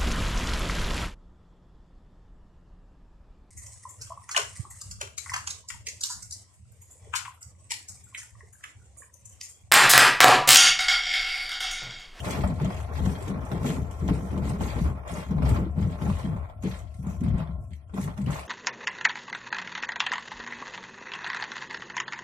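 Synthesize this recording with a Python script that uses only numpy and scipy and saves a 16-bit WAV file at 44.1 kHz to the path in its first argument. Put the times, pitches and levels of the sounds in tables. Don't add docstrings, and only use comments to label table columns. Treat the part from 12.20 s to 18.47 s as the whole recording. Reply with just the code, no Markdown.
import sys
import numpy as np
from scipy import signal
from scipy.fft import rfft, irfft
from scipy.io import wavfile
from scipy.ndimage import uniform_filter1d

SR = 44100
rng = np.random.default_rng(int(sys.argv[2]) if len(sys.argv) > 2 else 0)


def store_pcm(level_fs):
    pcm = np.round(np.clip(level_fs, -1, 1) * 32767).astype(np.int16)
    wavfile.write(sys.argv[1], SR, np.atleast_2d(pcm).T)


def ratio(d):
    e = np.asarray(d, float) / 20
    return 10 ** e


N = 276507
BINS_HZ = np.fft.rfftfreq(8192, 1 / SR) + 1


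def rms_one(x):
    return x / np.sqrt(np.mean(x ** 2) + 1e-20)


def in_time(rows):
    s, db = np.transpose(rows)
    return ratio(np.interp(np.arange(N) / SR, s, db))


def at_hz(points, hz):
    points_hz, value = np.transpose(points)
    return np.interp(np.log(hz), np.log(points_hz), value)


def sides(db):
    return ratio(np.array([[0.5], [-0.5]]) * db)


def resonate(x, hz, width_hz):
    r = np.exp(-np.pi * width_hz / SR)
    zeros = np.array([1, 0, -1]) * (1 - r * r) / 2
    poles = [1, -2 * r * np.cos(2 * np.pi * hz / SR), r * r]
    return signal.lfilter(zeros, poles, x)


def contacts(per_s, spread_db):
    when, size = rng.random(N), rng.uniform(-1, 1, N)
    hit = when < per_s / SR
    out = np.full(N, 1e-18)
    size = size[hit]
    out[hit] = np.sign(size) * ratio(spread_db * np.minimum(-np.log(np.abs(size)), 4))
    return out


def evened(x, over_s, share):
    power = uniform_filter1d(np.mean(rms_one(x) ** 2, axis=0), int(over_s * SR)) + 0.024
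    return rms_one(x / power ** (share / 2))


def motion(rows, rise, fall, rest_db):
    t = np.arange(0, N + 64, 64) / SR
    rows = np.array(rows)
    start = rows[:, :1]
    end = start + np.abs(rows[:, 1:2])
    loss_db = rise * np.maximum(start - t, 0) + fall * np.maximum(t - end, 0)
    gains = []
    for db in rows[:, 2:].T:
        power = ratio(rest_db) ** 2 + np.sum(ratio(db[:, None] - loss_db) ** 2, axis=0)
        gains.append(np.interp(np.arange(N) / SR, t, np.sqrt(power)))
    return gains


# (f/Hz, left-right level/dB)
LEANING = [(60, 6.3), (150, 2.2), (380, 0), (950, .8), (2400, 0), (5500, 1.7), (9800, -.8), (12500, -8),
           (15000, -9)]


def shaken(modes, per_s, spread_db, own_db, over_s):
    out = 0
    for hz, width_hz, db in modes:
        shared = contacts(per_s, spread_db)
        own = np.array([contacts(per_s, spread_db) for side in "LR"])
        force = shared + ratio(own_db) * own
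        ringing = resonate(resonate(force, hz, 2.0 * width_hz), hz, width_hz)
        out = out + ratio(db) * sides(at_hz(LEANING, hz)) * rms_one(ringing)
    return evened(out, over_s, share=0.32)


# (f/Hz, left-right likeness [0-1])
LIKENESS = [(60, 0.89), (180, 0.81), (600, 0.6), (900, 0.33), (1650, 0.25)]


def cabin_paths(colour_db, t60, crack_db, count, crack_s=0.031):
    t = np.arange(8192) / SR
    mid, side = rfft(rng.standard_normal((2, count, 1, 8192)))
    alike = np.clip(at_hz(LIKENESS, BINS_HZ), -1, 1)
    pair = np.sqrt(1 + alike) * mid + np.sqrt(1 - alike) * side * [[1], [-1]]
    place = rng.permutation(count)[:, None, None] / count
    ripple_db = 5.0 * np.sin(9.0 * np.log(BINS_HZ) + 2 * np.pi * place)
    noise = irfft(pair * ratio(colour_db + ripple_db) * sides(at_hz(LEANING, BINS_HZ)))
    crack = ratio(-60 * t / crack_s)
    rise = np.minimum(t / 0.0008, 1)
    return noise * (ratio(-60 * t / t60) + ratio(crack_db) * crack) * rise


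def rattling(level, colour_db, per_s, spread_db, t60, crack_db, count):
    busy = per_s * (level / level.max()) ** 0.3
    out = 0
    for path in cabin_paths(colour_db, t60, crack_db, count):
        touches = contacts(busy / count, spread_db)[None]
        out = out + signal.oaconvolve(touches, path, axes=1)[:, :N]
    return level * evened(out, over_s=0.13, share=0.068)


def clacks(table, colour_db, t60, crack_db, broad, sharpness, lift_db):
    out = np.zeros((2, N + 8192))
    paths = cabin_paths(colour_db, t60, crack_db, count=len(table), crack_s=0.0032)
    for (s, db, hz), path in zip(table, paths):
        sound = broad * path + resonate(path, hz, hz / sharpness)
        i = round(s * SR)
        out[:, i:i + 8192] += ratio(db + lift_db) * sound / np.abs(sound).max()
    return out[:, :N]


def after_rattle(table, t60):
    kicks = np.full(N, 1e-12)
    kicks[[round(row[0] * SR) for row in table]] = ratio(np.array(table)[:, 1])
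    return signal.lfilter([1], [1, -ratio(-60 / (t60 * SR))], kicks)


# (t/s, shell boom level/dB)
HEAVES = [(0.023, -33.5), (0.264, -27.5), (0.436, -31.5), (0.585, -31.5), (0.844, -24), (1.058, -33.5),
          (1.192, -34), (1.405, -31.5), (1.617, -29), (1.918, -25.5), (2.16, -31.5), (2.268, -29),
          (2.448, -32), (2.664, -23), (2.92, -39.5), (3.317, -19.5), (3.464, -28.5), (3.645, -26.5),
          (3.92, -26.5), (4.192, -29), (4.498, -33.5), (4.653, -36), (4.8, -42.5), (4.913, -37.5),
          (5.126, -23.5), (5.403, -31), (5.523, -40), (5.894, -33.5), (6.114, -34.5)]
# (f/Hz, width f/Hz, level/dB)
SHELL = [(30.5, 27, -16), (56.3, 32, -15.5), (62.3, 9.9, -6), (71.3, 10.5, -2), (87.7, 32, -1.5)]


def shell_boom():
    heave, = motion([(s, 0, db) for s, db in HEAVES], rise=78, fall=145, rest_db=-51.5)
    return heave * ratio(1.5) * shaken(SHELL, 300, spread_db=2.5, own_db=-12, over_s=0.067)


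# (t/s, length t/s, tyre and suspension shake level/dB)
PATCHES = [(0.001, 0.0041, -41), (0.067, 0.078, -34), (0.191, 0.14, -27.5), (0.42, 0.054, -26.5),
           (0.683, 0.11, -49), (0.805, 0.12, -31), (1.084, 0.085, -31.5), (1.323, 0.017, -27.5),
           (1.415, 0.2, -31.5), (1.685, 0.014, -46), (1.824, 0.15, -30.0), (2.033, 0.0078, -30.5),
           (2.125, 0.13, -29.5), (2.301, 0.037, -28), (2.413, 0.0062, -22.5), (2.564, 0.16, -34.5),
           (2.794, 0.019, -55), (2.905, 0.092, -38), (3.109, 0.32, -27), (3.573, 0.12, -28.5),
           (3.822, 0.082, -28.5), (4.046, 0.074, -27.5), (4.275, 0.15, -66), (4.45, 0.03, -29.5),
           (4.802, 0.13, -37), (5.019, 0.14, -25.5), (5.293, 0.047, -48), (5.507, 0.0021, -44.5),
           (5.751, 0.14, -34.5), (5.991, 0.12, -31.5)]
# (f/Hz, width f/Hz, level/dB)
WHEEL = [(138, 28, -1), (147.5, 43, -6), (175, 17.7, -4), (190, 26, -1.5), (225.4, 57, -12)]


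def wheel_shake():
    shake, = motion(PATCHES, rise=840, fall=202, rest_db=-70)
    return shake * ratio(-1.0) * shaken(WHEEL, 120, spread_db=4.5, own_db=-11, over_s=0.01)


# (t/s, peak level/dB, ring f/Hz)
KNOCKS = [(0.241, -16, 184), (0.416, -12.5, 147), (0.802, -28, 184), (0.87, -11.5, 182),
          (2.411, -20.5, 132), (2.614, -11.5, 162), (3.11, -18, 173), (3.31, -16, 72),
          (3.577, -13.5, 172.6), (3.677, -26, 151), (4.045, -19.5, 185.4), (4.789, -32, 182.2),
          (4.867, -18.5, 179.7), (5.013, -21, 152), (5.079, -16, 162.7), (5.141, -12.5, 165),
          (5.206, -19.5, 159.4), (5.291, -24, 170), (5.783, -21, 190.6), (5.868, -27, 169),
          (5.988, -22, 199), (6.066, -17.5, 136), (6.09, -18.5, 157)]
# (t/s, peak level/dB, ring f/Hz)
STRIKES = [(0.077, -28, 139), (0.175, -21, 202.6), (1.101, -24.5, 191), (1.329, -21, 171),
           (1.445, -21, 239), (1.493, -14.5, 175), (1.906, -10.5, 175), (2.176, -23.5, 188),
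           (2.563, -23, 147), (2.932, -33, 151), (2.975, -26, 182), (3.819, -26, 159), (4.433, -23.5, 205),
           (4.449, -11, 188.5), (4.465, -24.5, 202), (5.736, -26, 191.5)]


def knocks():
    out, t = np.zeros(N + SR), np.arange(SR // 2) / SR
    blows = [(*row, -27.5) for row in KNOCKS] + [(*row, -10.5) for row in STRIKES]
    for (s, db, hz, arm_db), (a, b) in zip(blows, rng.random((len(blows), 2))):
        arm = np.sin(2 * np.pi * (280 + 70 * a) * t)
        arm += 0.76 * np.sin(2 * np.pi * (380 + 90 * b) * t)
        ring = np.sin(2 * np.pi * hz * t) + ratio(arm_db) * arm
        t60 = np.clip(0.16 * ratio(-0.42 * (db + 17.5)), 0.03, 0.4)
        rise = np.minimum(t / 0.0036, 1)
        i = round(s * SR)
        out[i:i + len(t)] += ratio(db - 2.5 - 60 * t / t60) * rise * ring
    return out[:N] * sides(3.8)


# (t/s, level/dB)
PAN_LEVEL = [
    (0, 2),
    (1.5, 4),
    (3.0, -0.5),
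    (3.9, 0),
    (4.5, -7),
    (5.2, -6),
    (6.27, -2),
]
# (f/Hz, width f/Hz, level/dB)
PAN = [(261, 39, -1), (309, 104, -8.5), (358, 147, -1), (419.7, 55, -4), (484, 50, -5.5)]


def floor_pan(buzz):
    wheels, = motion(PATCHES, rise=750, fall=230, rest_db=-65)
    flexing = wheels ** 0.48 * buzz ** 0.5 * in_time(PAN_LEVEL)
    return flexing * ratio(-6.0) * shaken(PAN, 200, spread_db=3.0, own_db=-3, over_s=0.2)


# (t/s, peak level/dB, ring f/Hz)
THUDS = [(0.062, -39, 417), (0.104, -24, 258), (0.178, -22, 244), (0.408, -53, 437), (0.429, -26, 252),
         (0.71, -34, 460), (0.802, -34, 262), (1.015, -29, 396), (1.073, -30, 299), (1.158, -29, 245),
         (1.23, -29, 245), (1.311, -34, 245), (1.341, -27, 280), (1.575, -23, 256), (1.825, -40, 334),
         (1.888, -20, 294), (1.907, -16, 261), (1.989, -34, 298), (2.124, -26.5, 280), (2.273, -28, 298),
         (2.384, -36, 415), (2.413, -38, 394), (2.559, -20, 240), (2.58, -31, 272), (2.654, -25.5, 285),
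         (3.063, -41, 261), (3.118, -39, 253), (3.2, -20, 247), (3.236, -21, 261), (3.313, -18.5, 261),
         (3.382, -21, 310), (3.462, -23.5, 325), (3.559, -41, 260), (3.589, -29, 244), (3.805, -36, 246),
         (3.862, -26, 314), (4.037, -41, 247), (4.432, -28.5, 294), (4.865, -38, 248), (5.015, -20, 248),
         (5.04, -21, 248), (5.739, -41.5, 243), (5.791, -24.5, 247), (5.882, -30, 254), (5.975, -37, 242),
         (6.072, -23, 242)]


def thuds():
    out, t = np.zeros((2, N + SR)), np.arange(SR // 5) / SR
    t60, rise_s = 0.093, 0.0028
    for (s, db, hz), lean in zip(THUDS, rng.uniform(-1.3, 1, len(THUDS))):
        phase = 0.58 * lean * np.array([[1], [-1]])
        ring = np.sin(2 * np.pi * hz * t + phase)
        ring += ratio(-13.5) * np.sin(2 * np.pi * 1.45 * hz * t)
        i = round(s * SR)
        out[:, i:i + len(t)] += ratio(db - 2.5 - 60 * t / t60) * np.minimum(t / rise_s, 1) * ring
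    return out[:, :N]


# (t/s, length t/s, level/dB)
BUZZES = [(0.045, 0.14, -38.5), (0.391, 0.24, -46), (0.702, 0.35, -46), (1.076, 0.37, -44.5),
          (1.457, 0.1, -42), (1.661, 0.095, -48.5), (1.815, 0.2, -46), (2.063, 0.3, -45.5),
          (2.411, 0.17, -42), (2.658, 0.03, -41.5), (2.758, 0.14, -48.5), (2.876, 0.15, -43),
          (3.11, 0.33, -49), (3.264, 0.11, -37.5), (3.576, 0.67, -47.5), (3.806, 0.051, -48.5),
          (4.443, 0.13, -49), (4.851, 0.066, -48), (5.037, 0.027, -50.5), (5.141, 0.084, -46),
          (5.771, 0.011, -41), (5.87, 0.026, -46.5), (5.973, 0.027, -50.5), (6.091, 0.102, -41)]


def trim_motion():
    return motion(BUZZES, rise=560, fall=138, rest_db=-72)[0]


# (f/Hz, width f/Hz, lift level/dB)
PANELS = [(606.3, 14, 10.5), (830, 35, -3.5), (872.5, 18.4, 11), (1063, 26, 9.5), (1360, 120, 3),
          (1910, 180, 7), (2440, 120, 7)]
# (f/Hz, level/dB per Hz)
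TRIM = [(300, -48), (450, -16), (560, -5), (800, -6.5), (1400, -12.5), (1700, -19.5), (2300, -21.5),
        (5000, -41.5)]


def trim(level):
    colour_db = at_hz(TRIM, BINS_HZ)
    for hz, width_hz, lift_db in PANELS:
        colour_db = colour_db + lift_db / (1 + (2 * (BINS_HZ - hz) / width_hz) ** 2)
    return rattling(level, colour_db, 1500, spread_db=3.5, t60=0.087, crack_db=6.0, count=8)


# (f/Hz, level/dB per Hz)
RATTLE = [(1150, -37), (1700, -1), (2050, 0.5), (2600, -4.5), (3300, -3.5), (4300, -7.5), (5500, -13),
          (7000, -65)]
# (t/s, peak level/dB, ring f/Hz)
CLUNKS = [(0.048, -44, 633), (0.066, -30, 600), (0.168, -36, 875), (0.237, -19.5, 580), (0.301, -30, 640),
          (0.4, -27.5, 870), (0.446, -27, 634), (0.503, -28, 654), (0.675, -37, 603), (0.696, -36, 589),
          (0.784, -28.5, 856), (0.86, -27.5, 744), (1.214, -35.5, 620), (1.316, -26.5, 607),
          (1.445, -27.5, 595), (1.679, -45.5, 615), (1.7, -44, 645), (1.887, -22, 660), (2.053, -40, 640),
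          (2.154, -57, 584), (2.176, -31.5, 608), (2.245, -33, 610), (2.268, -43, 614), (2.3, -30, 505),
          (2.408, -26.5, 890), (2.559, -29, 834), (2.655, -34, 600), (2.862, -39, 1080), (3.108, -31, 870),
          (3.182, -28, 664), (3.222, -26, 611), (3.264, -33, 501), (3.814, -31, 864), (3.865, -29, 830),
          (3.9, -27.5, 570), (3.991, -31, 625), (4.048, -33, 670), (4.163, -37, 540), (4.298, -37, 616),
          (4.434, -34, 546), (5.034, -37.5, 584), (5.063, -33, 673), (5.139, -40, 630), (5.2, -29.5, 616),
          (5.274, -34.5, 690), (5.695, -45.5, 1360), (5.737, -37, 1070), (5.776, -33, 820),
          (5.876, -28.5, 890), (5.978, -35, 890), (6.078, -29.5, 705), (6.107, -43, 530)]


def panels(buzz):
    dull_db = np.maximum(at_hz(TRIM, BINS_HZ), at_hz(RATTLE, BINS_HZ) - 18)
    clunks = clacks(CLUNKS, dull_db, t60=0.1, crack_db=16.0, broad=0.4, sharpness=16.0, lift_db=-1.0)
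    level = np.hypot(ratio(-1.5) * buzz, ratio(-15.5) * after_rattle(CLUNKS, t60=0.22))
    out = ratio(2.0) * trim(level) + clunks
    out[0] = np.roll(out[0], 9)
    return out


# (f/Hz, level/dB per Hz)
JINGLE = [(3800, -21.5), (5800, 0), (7500, 1), (9000, -2), (10500, -5), (13000, -9.5), (14500, -17.5),
          (15700, -24)]


def chattering(rattle, jingle):
    hard = rattling(rattle, at_hz(RATTLE, BINS_HZ), 1500, spread_db=5.5, t60=0.086, crack_db=-29.0, count=6)
    thin = rattling(jingle, at_hz(JINGLE, BINS_HZ), 1800, spread_db=7.5, t60=0.26, crack_db=-27.0, count=6)
    return ratio(4.0) * hard + ratio(6.0) * thin


# (t/s, length t/s, hard rattle level/dB, thin jingle level/dB)
HOPS = [(0.054, 0.12, -43.5, -52), (0.31, 0.045, -56.5, -67.5), (0.415, 0.19, -50.5, -60),
        (0.752, 0.05, -50.5, -57), (0.854, 0.11, -50.5, -57), (1.028, 0.058, -52, -60.5),
        (1.249, 0.072, -60.5, -64), (1.33, 0.051, -52, -66), (1.461, 0.038, -44.5, -50),
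        (1.726, 0.062, -57, -63.5), (1.851, 0.28, -58.5, -62), (1.893, 0.066, -51, -62),
        (2.246, 0.072, -51, -57.5), (2.422, 0.17, -48, -53.5), (2.895, 0.1, -48, -56.5),
        (3.114, 0.13, -66.5, -74), (3.25, 0.098, -47.5, -57), (3.587, 0.13, -54, -64.5),
        (3.821, 0.23, -51.5, -59.5), (4.271, 0.085, -70.5, -90), (4.456, 0.11, -51, -58.5),
        (4.75, 0.054, -70, -68.5), (4.886, 0.005, -58, -60), (5.042, 0.045, -57.5, -76),
        (5.183, 0, -53.5, -74), (5.431, 0.0, -81, -70.5), (5.531, 0.069, -68.5, -87),
        (5.771, 0.013, -53.5, -62), (5.824, 0, -51, -53), (5.98, 0.2, -62.5, -85), (6.107, 0.081, -47, -54)]
# (t/s, peak level/dB)
TICKS = [(0.002, -33), (0.0483, -47), (0.1065, -28.5), (0.4182, -50), (0.4464, -53), (0.541, -51),
         (0.852, -44), (0.2172, -54), (1.0797, -40), (1.4316, -43), (1.4895, -34), (1.711, -45),
         (1.8784, -37), (2.177, -43), (2.2548, -54), (2.409, -49), (2.876, -45), (3.1073, -50.5),
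         (3.2286, -37), (3.2513, -52), (3.294, -42), (3.811, -52.5), (4.467, -58.5), (5.0834, -41),
         (5.183, -47.5), (5.507, -60), (5.5326, -45.5), (5.7404, -45), (5.975, -47), (6.0617, -38.5)]
# (t/s, peak level/dB, ring f/Hz)
CHINKS = [(0.0483, -42.5, 8980), (0.1067, -32, 7400), (0.2164, -39, 5300), (0.2748, -39.5, 7350),
          (0.417, -41, 7620), (0.4464, -37, 6060), (0.5427, -42.5, 7400), (0.7372, -51, 6030),
          (0.8535, -40.5, 6060), (0.9167, -44, 6200), (1.0246, -38.5, 7600), (1.079, -39.5, 6200),
          (1.2516, -43.5, 8500), (1.3174, -45, 5450), (1.3763, -49, 5230), (1.4316, -43, 8060),
          (1.7105, -46.5, 8200), (1.7968, -49, 5870), (1.8795, -37, 6120), (2.177, -44.5, 5200),
          (2.253, -42, 6900), (2.2942, -36, 8800), (2.4089, -50, 6620), (2.6414, -40.5, 8650),
          (2.8764, -41, 6840), (2.9173, -40, 7780), (2.9372, -38, 6570), (3.1094, -47.5, 5200),
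          (3.2261, -58.5, 5210), (3.252, -39, 5420), (3.291, -32.5, 12400), (3.6737, -48, 6800),
          (3.8077, -49.5, 6610), (3.8514, -46, 6800), (4.4076, -62, 11200), (4.424, -42.5, 7200),
          (4.4353, -39.5, 7240), (4.7414, -52, 8930), (4.8684, -44, 7080), (5.0072, -45.5, 6700),
          (5.0368, -43.5, 9170), (5.0843, -58, 5530), (5.1806, -47.5, 6790), (5.4385, -63, 7120),
          (5.5064, -55, 6600), (5.7423, -45.5, 9300), (5.8127, -37, 8700), (5.976, -43, 5200),
          (6.0152, -46, 7280), (6.0403, -47, 7500), (6.0826, -51, 5300), (6.1075, -37, 6870),
          (0.2164, -50, 11600), (0.7372, -48, 13300), (4.742, -52, 9200), (4.828, -48.5, 11800),
          (4.9706, -65, 14000), (5.0843, -69, 10200), (5.4086, -63, 12500), (5.437, -57, 11050),
          (5.5523, -58, 9020), (5.8117, -47, 9150), (5.8397, -35.5, 11100)]


def small_things():
    plastic = [(s, db, 3040) for s, db in TICKS]
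    touches = plastic + CHINKS
    bright_db = np.maximum(at_hz(RATTLE, BINS_HZ), at_hz(JINGLE, BINS_HZ) - 6)
    ticks = clacks(touches, bright_db - 3, t60=0.069, crack_db=8.5, broad=0.25, sharpness=6.7, lift_db=2.5)
    rattle, jingle = motion(HOPS, rise=430, fall=119, rest_db=-81.5)
    chatter = after_rattle(touches, t60=0.16)
    rattle = np.hypot(ratio(-4.0) * rattle, ratio(-20.0) * chatter)
    jingle = np.hypot(ratio(-2.0) * jingle, ratio(-23.0) * chatter)
    out = chattering(rattle, jingle) + ticks
    out[0] = np.roll(out[0], 16)
    return out


# (t/s, level/dB)
DRONE = [(0.0, -43.5), (0.21, -44.5), (3.28, -51.5), (3.46, -51.5), (3.87, -47.5), (4.85, -57.5),
         (5.08, -47), (5.41, -51), (5.55, -65.5), (5.62, -63), (5.7, -63), (5.9, -62), (6.27, -47)]
# (f/Hz, width f/Hz, level/dB)
HUMMING = [(618.7, 55, -3), (700, 65, -4), (888, 25, -22.5), (1059, 49, -9), (1355, 53, -13.5)]


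def panel_drone():
    return in_time(DRONE) * ratio(-3.0) * shaken(HUMMING, 900, spread_db=2.0, own_db=1.0, over_s=0.3)


def hiss():
    noise = resonate(rng.standard_normal((2, N)), 8800, 4000.0)
    return ratio(-81) * rms_one(resonate(noise, 11000, 4500.0))


def scene():
    buzz = trim_motion()
    lows = shell_boom() + wheel_shake() + knocks()
    pan = floor_pan(buzz) + thuds()
    loose = panels(buzz) + small_things()
    return lows + pan + loose + panel_drone() + hiss()


# (f/Hz, level/dB per bin)
MUTING = [(300, -97), (1600, -99), (4500, -100), (7000, -106), (12500, -108), (13600, -100), (14600, -89),
          (15500, -77)]


def mute_faint_bands(x):
    shift = 283
    unsure_db, masked_db, weak_db = 6.0, 4.5, 9.0
    hz, _, cells = signal.stft(np.pad(x, ((0, 0), (shift, 0))), SR, "cosine", 2048, 1024)
    band = np.arange(len(hz)) // 8
    line_db = 20 * np.log10(np.abs(cells) + 1e-10)
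    power = np.add.reduceat(np.abs(cells) ** 2, np.arange(0, len(hz), 8), axis=1) / 8
    band_db = 10 * np.log10(power + 1e-20)
    around_db = 10 * np.log10(uniform_filter1d(power, size=9, axis=1) + 1e-20)
    wavering = unsure_db * rms_one(uniform_filter1d(rng.standard_normal(power.shape), size=5, axis=2))
    broad = 0.75 * unsure_db * rms_one(uniform_filter1d(wavering, size=7, axis=1))
    upper_db = np.clip(45 * np.log10(3000 / (hz + 1)), 0, 90)[:, None]
    heard_db = (band_db + broad)[:, band] - at_hz(MUTING, hz + 1)[:, None]
    clear_db = (band_db + wavering - around_db + masked_db)[:, band] + upper_db
    strong_db = line_db - around_db[:, band] + weak_db + upper_db
    margin_db = np.minimum(np.minimum(heard_db, clear_db), strong_db)
    keep = np.clip(margin_db / 2, 0, 1)
    return signal.istft(cells * keep, SR, "cosine", 2048, 1024)[1][:, shift:shift + N]


def low_pass(x):
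    return signal.sosfilt(signal.butter(12, 15730, fs=SR, output="sos"), x)


def record(dry):
    limited = 0.4 * np.tanh(dry / 0.4)
    mix = mute_faint_bands(limited)
    return low_pass(mix)


dry = scene()
out = record(dry)
store_pcm(out)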